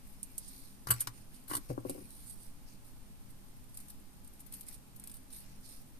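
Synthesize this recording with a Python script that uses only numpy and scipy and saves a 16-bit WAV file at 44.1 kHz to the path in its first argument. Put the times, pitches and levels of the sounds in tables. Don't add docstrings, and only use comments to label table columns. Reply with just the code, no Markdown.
import sys
import numpy as np
from scipy import signal
from scipy.fft import rfft, irfft, next_fast_len
from scipy.io import wavfile
from scipy.ndimage import uniform_filter1d, map_coordinates

SR = 44100
rng = np.random.default_rng(int(sys.argv[2]) if len(sys.argv) > 2 else 0)


def master(y):
    cut = np.clip(np.atleast_2d(y).T, -1, 1)
    pcm = np.round(cut * 32767)
    wavfile.write(sys.argv[1], SR, pcm.astype(np.int16))


N = 264540


def amp(db):
    return 10 ** (np.asarray(db) / 20)


def unit(x):
    return x / np.sqrt(np.mean(x ** 2) + 1e-20)


def along(points, hz):
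    point_hz, values = np.transpose(points)
    return np.interp(np.log(hz + 1), np.log(point_hz + 1), values)


def filtered(x, response):
    size = next_fast_len(N + SR // 2)
    spectrum = rfft(x, size) * response(np.fft.rfftfreq(size, 1 / SR))
    return irfft(spectrum, size)[..., :N]


def peak(f, hz, width):
    return 1j * f * width / (hz * hz - f * f + 1j * f * width)


def lagging(lag_s):
    return lambda f: np.exp(-2j * np.pi * f * np.array([[0], [lag_s]]))


def sides(pan_db):
    return amp(np.array([pan_db, -pan_db]) / 2)


def add(track, start_s, sound):
    track[:, round(start_s * SR):][:, :sound.shape[1]] += sound


def bands(low, middle, high, low_hz):
    low = filtered(low, lambda f: peak(f, low_hz, 1670) ** 2)
    middle = filtered(middle, lambda f: peak(f, 4720, 4040) ** 2)
    high = filtered(high, lambda f: peak(f, 8960, 9560) ** 2)
    return low + middle + high


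def ringing(modes, t, scatter_db):
    total = 0
    for hz, level_db, t60 in modes:
        strike_db = level_db + scatter_db * rng.standard_normal()
        total = total + amp(strike_db - 60 * t / t60) * np.sin(2 * np.pi * hz * t)
    return total


def burst(t, rise_s, t60_s, clumpy_db):
    attack = np.sin(np.pi / 2 * np.clip(t / max(rise_s, 1e-4), 0, 1)) ** 2
    decay = amp(-60 * np.clip(t - rise_s, 0, 1) / max(t60_s, 1e-3))
    clumps = np.repeat(rng.standard_normal(len(t) // 16 + 1), 16)[:len(t)]
    grit = rng.standard_normal((3, len(t)))
    shared_and_wide = grit[0] + 1.4 * grit[1:]
    return attack * decay * unit(amp(clumpy_db * clumps) * shared_and_wide)


def hush():
    # hz [Hz], relative_level_db [dB]
    air_shape = [(6, -2.5), (20, -8), (50, -17.5), (90, -23), (320, -28), (450, -34), (1000, -37.5),
                 (2000, -45), (4000, -45.5), (7000, -49), (10000, -57), (14000, -52)]
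    # centre_hz [Hz], width_hz of each of two filter passes [Hz], level_db [dB rms]
    drone = [(115.2, 14, -70), (150, 33, -73.5), (200.2, 26.6, -68.5), (249.3, 73, -70), (836, 99, -83.5)]
    # hz [Hz], correlation [-1 to 1]
    likeness = [(60, 0.2), (180, 0.88), (540, -0.03), (1640, 0.11), (4930, -0.11), (14800, 0.01)]

    def mid_side(f):
        angle = np.arccos(np.clip(along(likeness, f), -1, 1)) / 2
        return np.array([np.cos(angle), np.sin(angle)])

    mid, side = filtered(rng.standard_normal((2, N)), mid_side)
    pair = np.array([mid + side, mid - side])
    total = amp(-52.0) * unit(filtered(pair, lambda f: amp(along(air_shape, f))))
    for hz, width, level_db in drone:
        total = total + amp(level_db) * unit(filtered(pair, lambda f: peak(f, hz, width) ** 2))
    return total


def strokes():
    # [dB, left minus right]
    slides = [(0.0, 0.33, -66, -14.5, -17, 2), (0.208, 0.3, -64, -14, -13.5, -1),
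              (0.35, 0.49, -59, -10.5, -21, -1), (0.936, 0.16, -64, -3.5, -3, 3),
              (1.122, 0.14, -66.5, -8, -10.5, -3.5), (1.294, 0.19, -68.5, -11.5, -8, 0),
              (1.577, 0.18, -64, -10, -15, 2), (1.679, 0.076, -62, -5, -4, 1),
              (1.834, 0.27, -58, -12.5, -12, 2), (2.02, 0.53, -58, -15.5, -29, -1.5),
              (2.26, 0.1, -54.5, -22.5, -36, -7.5), (2.386, 0.14, -60.5, -15.5, -34, -4),
              (2.658, 0.13, -75.5, 2, -1, 1.5), (2.832, 0.11, -66, -16, -29, -5),
              (3.705, 0.32, -63, -15, -16, 3), (4.364, 0.12, -78, -24, -9, 1),
              (4.508, 0.14, -56, -15, -15, 1), (4.65, 0.15, -60.5, -11, -13.5, 4),
              (4.985, 0.31, -64.5, -16, -11.5, 1), (5.307, 0.15, -53, -14.5, -18, -0.5),
              (5.393, 0.24, -73.5, -1, -1, 2), (5.61, 0.25, -59, -10.5, -18, -2.5)]
    rise_share, fall_share = 0.19, 0.57
    rest_db, rest_middle_db, rest_dull_db = -71.5, -13, -11.5
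    t = np.arange(N) / SR
    rest_gains = amp(rest_db + np.array([0, rest_middle_db, rest_dull_db]))[:, None, None]
    power = rest_gains ** 2 * np.ones((2, N))
    for start_s, length_s, level_db, middle_db, dull_db, pan_db in slides:
        progress = (t - start_s) / length_s
        shape = np.clip(np.minimum(progress / rise_share, (1 - progress) / fall_share), 0, 1)
        gains = amp(level_db + np.array([0, middle_db, dull_db]))[:, None, None]
        power = power + (gains * sides(pan_db)[:, None] * shape) ** 2
    return np.sqrt(power)


def rustle():
    fine, middle, dull = strokes()
    patch_db = 2.2
    z = signal.stft(rng.standard_normal((2, N)), nperseg=512)[2]
    field = uniform_filter1d(rng.standard_normal(z.shape[1:]), 8, 0)
    field = uniform_filter1d(field, 10, 1)
    patchy = signal.istft(z * amp(patch_db * unit(field)), nperseg=512)[1][:, :N]
    clumps = map_coordinates(rng.standard_normal(N // 200 + 4), [np.arange(N) / 200])
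    snags = np.repeat(rng.exponential(size=N // 44 + 1), 44)[:N]
    slips = unit(patchy * amp(1.4 * clumps + 1.0 * snags))
    return bands(amp(17) * dull * slips, amp(16.5) * middle * slips, amp(-1.5) * fine * slips, low_hz=2610)


def room(x):
    # hz [Hz], t60_s [s]
    decay = [(200, 0.25), (2000, 0.14), (10000, 0.082)]
    hz, t, z = signal.stft(rng.standard_normal((2, SR // 2)), SR, nperseg=256)
    fading = z * amp(-60 * t / along(decay, hz)[:, None])
    tail = signal.istft(fading, SR, nperseg=256)[1]
    delayed = np.pad(x, ((0, 0), (200, 0)))
    return signal.fftconvolve(delayed, tail / np.linalg.norm(tail[0]), axes=1)[:, :N]


def ticks():
    # [dB, left minus right]
    contacts = [(0.229, -27, -28, 0.002, -1), (0.3795, -22, -12, 0.0014, 0.5), (0.4762, -36, -23, .008, -3),
                (1.3347, -43, 6, 0.013, -4), (1.354, -48, 12, 0.01, -2), (1.8938, -25, 1.5, 0.0043, -1.5),
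                (2.721, -56, 14, .006, 5), (3.2976, -46, 3, 0.0092, 0), (3.738, -42, 0, 0.0095, -4),
                (3.771, -28.5, -2, 0.0014, -1), (3.7972, -38, 0, 0.0064, 1), (3.8828, -39, -2, 0.00096, 1),
                (3.8953, -37, 4, 0.0071, 3), (3.997, -53, -2, .002, 0), (4.168, -52, -4, .002, 6),
                (4.2434, -46, 2, 0.0043, 1), (4.2728, -41, -4, 0.0029, 0), (4.3335, -46, -3, .003, 8),
                (4.394, -43, -3, .0015, -2), (4.4, -39, -2, 0.0064, 7), (4.4597, -44.5, -1, .007, 16),
                (4.523, -32, 0, .0014, 2), (4.5336, -31, 1, 0.0073, 4), (4.6082, -31.5, 1.5, 0.002, 4.5),
                (4.629, -43, 6, .003, 4), (4.665, -43, 0, .003, -8), (4.6841, -31.5, 0.5, 0.0014, -4),
                (4.721, -40, 7, 0.0079, -1), (4.7356, -38, 4, .009, -3), (4.9566, -42.5, -1, .008, 10),
                (4.997, -39, 0, 0.0012, -3), (5.0378, -33, -1, 0.0011, 2), (5.0729, -30.5, 0.5, .0007, 1),
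                (5.093, -39, 6, 0.0047, 2), (5.114, -37.5, 0, .0015, -6), (5.1368, -37, 3, .005, 3),
                (5.15, -42, 3, 0.0055, -2), (5.1633, -41.5, 1, 0.0062, -1), (5.3, -44.5, 10, 0.0052, 5),
                (5.322, -37.5, 2, 0.0094, -3), (5.809, -50, 3, 0.0061, 7)]
    low_part_db, middle_part_db = -12, -4.5
    shortest_t60_s, t60_per_rise = 0.037, 3.4
    faint_db, faint_spread_db, faint_rise_s = -55, 2, .003
    snap_db, snap_rise_s, snap_t60_s = -1.5, 0.002, 0.0038
    low, middle, high = np.zeros((3, 2, N + SR))
    t = np.arange(SR // 8) / SR
    faint = []
    for when, strength, place in rng.random(size=(24, 3)):
        level_db = faint_db - faint_spread_db * np.log(strength + 1e-3)
        faint.append((when * N / SR, level_db, 0, faint_rise_s, 12 * (place - .5)))
    for start_s, level_db, dullness_db, rise_s, pan_db in contacts + faint:
        grit = burst(t, rise_s, shortest_t60_s + t60_per_rise * rise_s, clumpy_db=2.5)
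        sound = sides(pan_db)[:, None] * amp(level_db - 13.5) * grit
        snap = amp(snap_db) * np.exp(-rise_s / snap_rise_s) * amp(-60 * np.abs(t - rise_s) / snap_t60_s)
        sound = sound * (1 + snap)
        add(high, start_s, sound)
        add(middle, start_s, amp(middle_part_db + dullness_db) * sound)
        add(low, start_s, amp(low_part_db + dullness_db) * sound)
    return bands(low, middle, high, low_hz=1490)


def knocks():
    # start_s [s], plate_db, boom_db, large_loop_db, small_loop_db [dB],
    # contact_s [s]
    handle_raps = [(0.871, -49, -44.5, -60, -37.5, 0.00075), (0.893, -37, -40.5, -62, -49, 0.00076),
                   (0.9041, -43, -37.5, -60, -31, 0.00064), (0.918, -43.5, -46, -52, -35.5, 0.00054),
                   (1.073, -43, -50, -46.5, -51, .0002), (1.5, -42, -53, -52, -54, 0.00053),
                   (1.513, -30, -61, -38, -48, 0.00043), (1.536, -39, -57, -38.5, -47, 0.00037),
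                   (1.55, -44, -52.5, -39.5, -49, 0.00032), (1.565, -37, -72, -54, -67, 0.0007),
                   (1.579, -37, -57, -51, -68, 0.00092)]
    # start_s [s], plate_db [dB], upper_db [dB over the plate], boom_db [dB],
    # handles_db [dB], contact_s [s], free [share of free ring time]
    soft_thumps = [(1.696, -39, 2, -40, -62, 0.00068, .4), (1.702, -40.5, 17, -38, -52, .0006, 0.35),
                   (1.7083, -29.5, 8.5, -39.5, -60, .001, .45),
                   (1.778, -21, -6.5, -50.5, -39.5, 0.00093, 0.34), (1.787, -39, -6, -57, -60, .0009, 0.13),
                   (1.8506, -27, 2, -58, -44, 0.0012, 0.52), (1.859, -37, 3.5, -50.5, -59, 0.00068, 0.49),
                   (1.895, -30.5, 3, -55, -54, 0.00082, 0.64), (1.906, -34, -12, -64, -65, 0.0014, 1),
                   (1.949, -35, 2, -57, -58, 0.0013, 0.74), (1.979, -38.5, -4, -55.5, -60, 0.00084, 0.86),
                   (2.009, -48, 4.5, -61, -70, .0016, 0.92)]
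    plate_modes, upper_modes = [(167, 0.5, 0.044), (293.5, 3, 0.083)], [(363, 3.5, 0.051), (457, -5, 0.065), (510, -2.5, 0.066),
                                               (615, -16, 0.044), (740, -14.5, 0.08), (876, -29, 0.015)]
    large_modes, small_modes = [(1100, 5, 0.13), (1930, -6, 0.05), (2950, 1, 0.073)], [(1157, -0.5, 0.096), (1381, 0, 0.11),
                                                    (1565, -0.2, 0.08)]
    # hz [Hz], level_db [dB, relative], t60_s [s]
    leg_modes = [(76, -2, 0.2), (118.5, 6, 0.24)]
    rap_upper_db, rap_free, rap_pan_db = -18, 0.55, 9
    thump_large_db, thump_pan_db = -1.5, 8.5
    strike_db = 1.2
    right_lag_s = 0.00042
    top, legs = np.zeros((2, 2, N + SR))
    t = np.arange(SR // 3) / SR

    def held(modes, level_db, free):
        damped = [(hz, db + level_db, t60 * max(free, .05)) for hz, db, t60 in modes]
        return ringing(damped, t, strike_db)

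    blows = [(s, plate, rap_upper_db, boom, large, small, contact, rap_free, rap_pan_db)
             for s, plate, boom, large, small, contact in handle_raps]
    blows += [(s, plate, upper, boom, handles + thump_large_db, handles, contact, free, thump_pan_db)
              for s, plate, upper, boom, handles, contact, free in soft_thumps]
    for start_s, plate_db, upper_db, boom_db, large_db, small_db, contact_s, free, pan_db in blows:
        force = np.sin(np.pi * np.clip(t[:SR // 100] / max(contact_s, 1e-4), 0, 1)) ** 2
        plate = held(plate_modes, plate_db, free) + held(upper_modes, plate_db + upper_db, free)
        plate = -plate * (1 - np.exp(-t / 0.0031))
        handles = held(large_modes, large_db, free) + held(small_modes, small_db, free)
        struck = np.convolve(plate + handles, force / force.sum())
        add(top, start_s, sides(pan_db)[:, None] * struck)
        boom = ringing(leg_modes, t, strike_db)[None] * (1 - np.exp(-t / 0.0022))
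        add(legs, start_s, -amp(boom_db) * boom)
    thin = filtered(top, lambda f: (1j * f / (150 + 1j * f)) ** 2)
    return filtered(thin, lagging(right_lag_s)) + legs[:, :N]


def clatter():
    # [dB, left minus right]
    scuffs = [(0.8693, -33.5, 13, 12, -9, 0.0028, 3), (0.882, -35.5, 13.5, 9, -3, 0.0061, -2),
              (0.9038, -27, 3, 2.5, 1.5, 0.0012, 17), (0.906, -13, -1, -20, -4.5, 0.0027, -1.5),
              (.912, -18.5, 2, 5.5, -1.5, 0.00073, 2), (0.924, -34.5, 14, -3, -24, 0.0041, -2),
              (0.935, -33, 1.5, 4, -10, 0.0046, -5), (0.994, -41, 3, 8, -20, 0.005, -9),
              (1.002, -17.5, -17, -8, -14.5, 0.0055, -0.5), (1.014, -33.5, 7, 2.5, -29, .004, 2),
              (1.071, -30, 17, 15.5, -41, 0.0013, 3), (1.475, -36, 0, 0, -15, 0.008, 5),
              (1.489, -32.5, -5, -2, -26, 0.011, -1), (1.497, -33, 8, 5, -22, 0.012, 3),
              (1.512, -32.5, 10, 0, -32, 0.0077, -7.5), (1.526, -31, 6, 7, -20, 0.0094, 2),
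              (1.537, -32.5, 1.5, 3, -17, .0055, -10), (1.5517, -16.5, -8, -1.5, -26, 0.00086, -1.5),
              (1.563, -30, 3, 3, -20, 0.0042, -3), (1.567, -22.5, -13, 1, -24, .0011, 1),
              (1.572, -28, 2, -3, -19, .0012, 7)]
    # hz [Hz], level_db [dB, relative], t60_s [s]
    blade_modes = [(2980, 2, 0.0085), (4620, 0.5, 0.021), (6800, -28, .03), (7840, -11.5, 0.087),
                   (9760, -5.5, 0.024), (11650, -1.5, 0.025), (13430, -6, 0.025)]
    shortest_t60_s, t60_per_rise = 0.035, 4.9
    low, middle, high, rings = np.zeros((4, 2, N + SR))
    t = np.arange(SR // 8) / SR
    for start_s, level_db, low_db, middle_db, blade_db, rise_s, pan_db in scuffs:
        grit = burst(t, rise_s, shortest_t60_s + t60_per_rise * rise_s, clumpy_db=0.5)
        sound = sides(pan_db)[:, None] * amp(level_db - 13.5) * grit
        add(high, start_s, sound)
        add(middle, start_s, amp(middle_db) * sound)
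        add(low, start_s, amp(low_db) * sound)
        blades = amp(blade_db - 19) * ringing(blade_modes, t, scatter_db=4.0)[None]
        add(rings, start_s, signal.fftconvolve(sound, blades, axes=1))
    return bands(low, middle, high, low_hz=1480) + rings[:, :N]


def scene():
    scuff_lag_s = .00004
    hits = filtered(ticks() + clatter(), lagging(scuff_lag_s)) + knocks()
    return hits + amp(-13.5) * room(hits) + rustle() + hush()


def record(dry):
    # [dB, added to the direct sound]
    port_peaks = [(12000, 1280, 13), (9100, 900, 16)]
    roll_hz, roll_db_per_hz, top_hz = 14230, .07, 15445

    def response(f):
        ports = np.array([1 + amp(db) * peak(f, hz, width) for hz, width, db in port_peaks])
        rolloff = amp(-np.clip(f - roll_hz, 0, SR) * roll_db_per_hz)
        return ports * rolloff * (f < top_hz)

    return filtered(dry, response)


dry = scene()
out = record(dry)
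master(out)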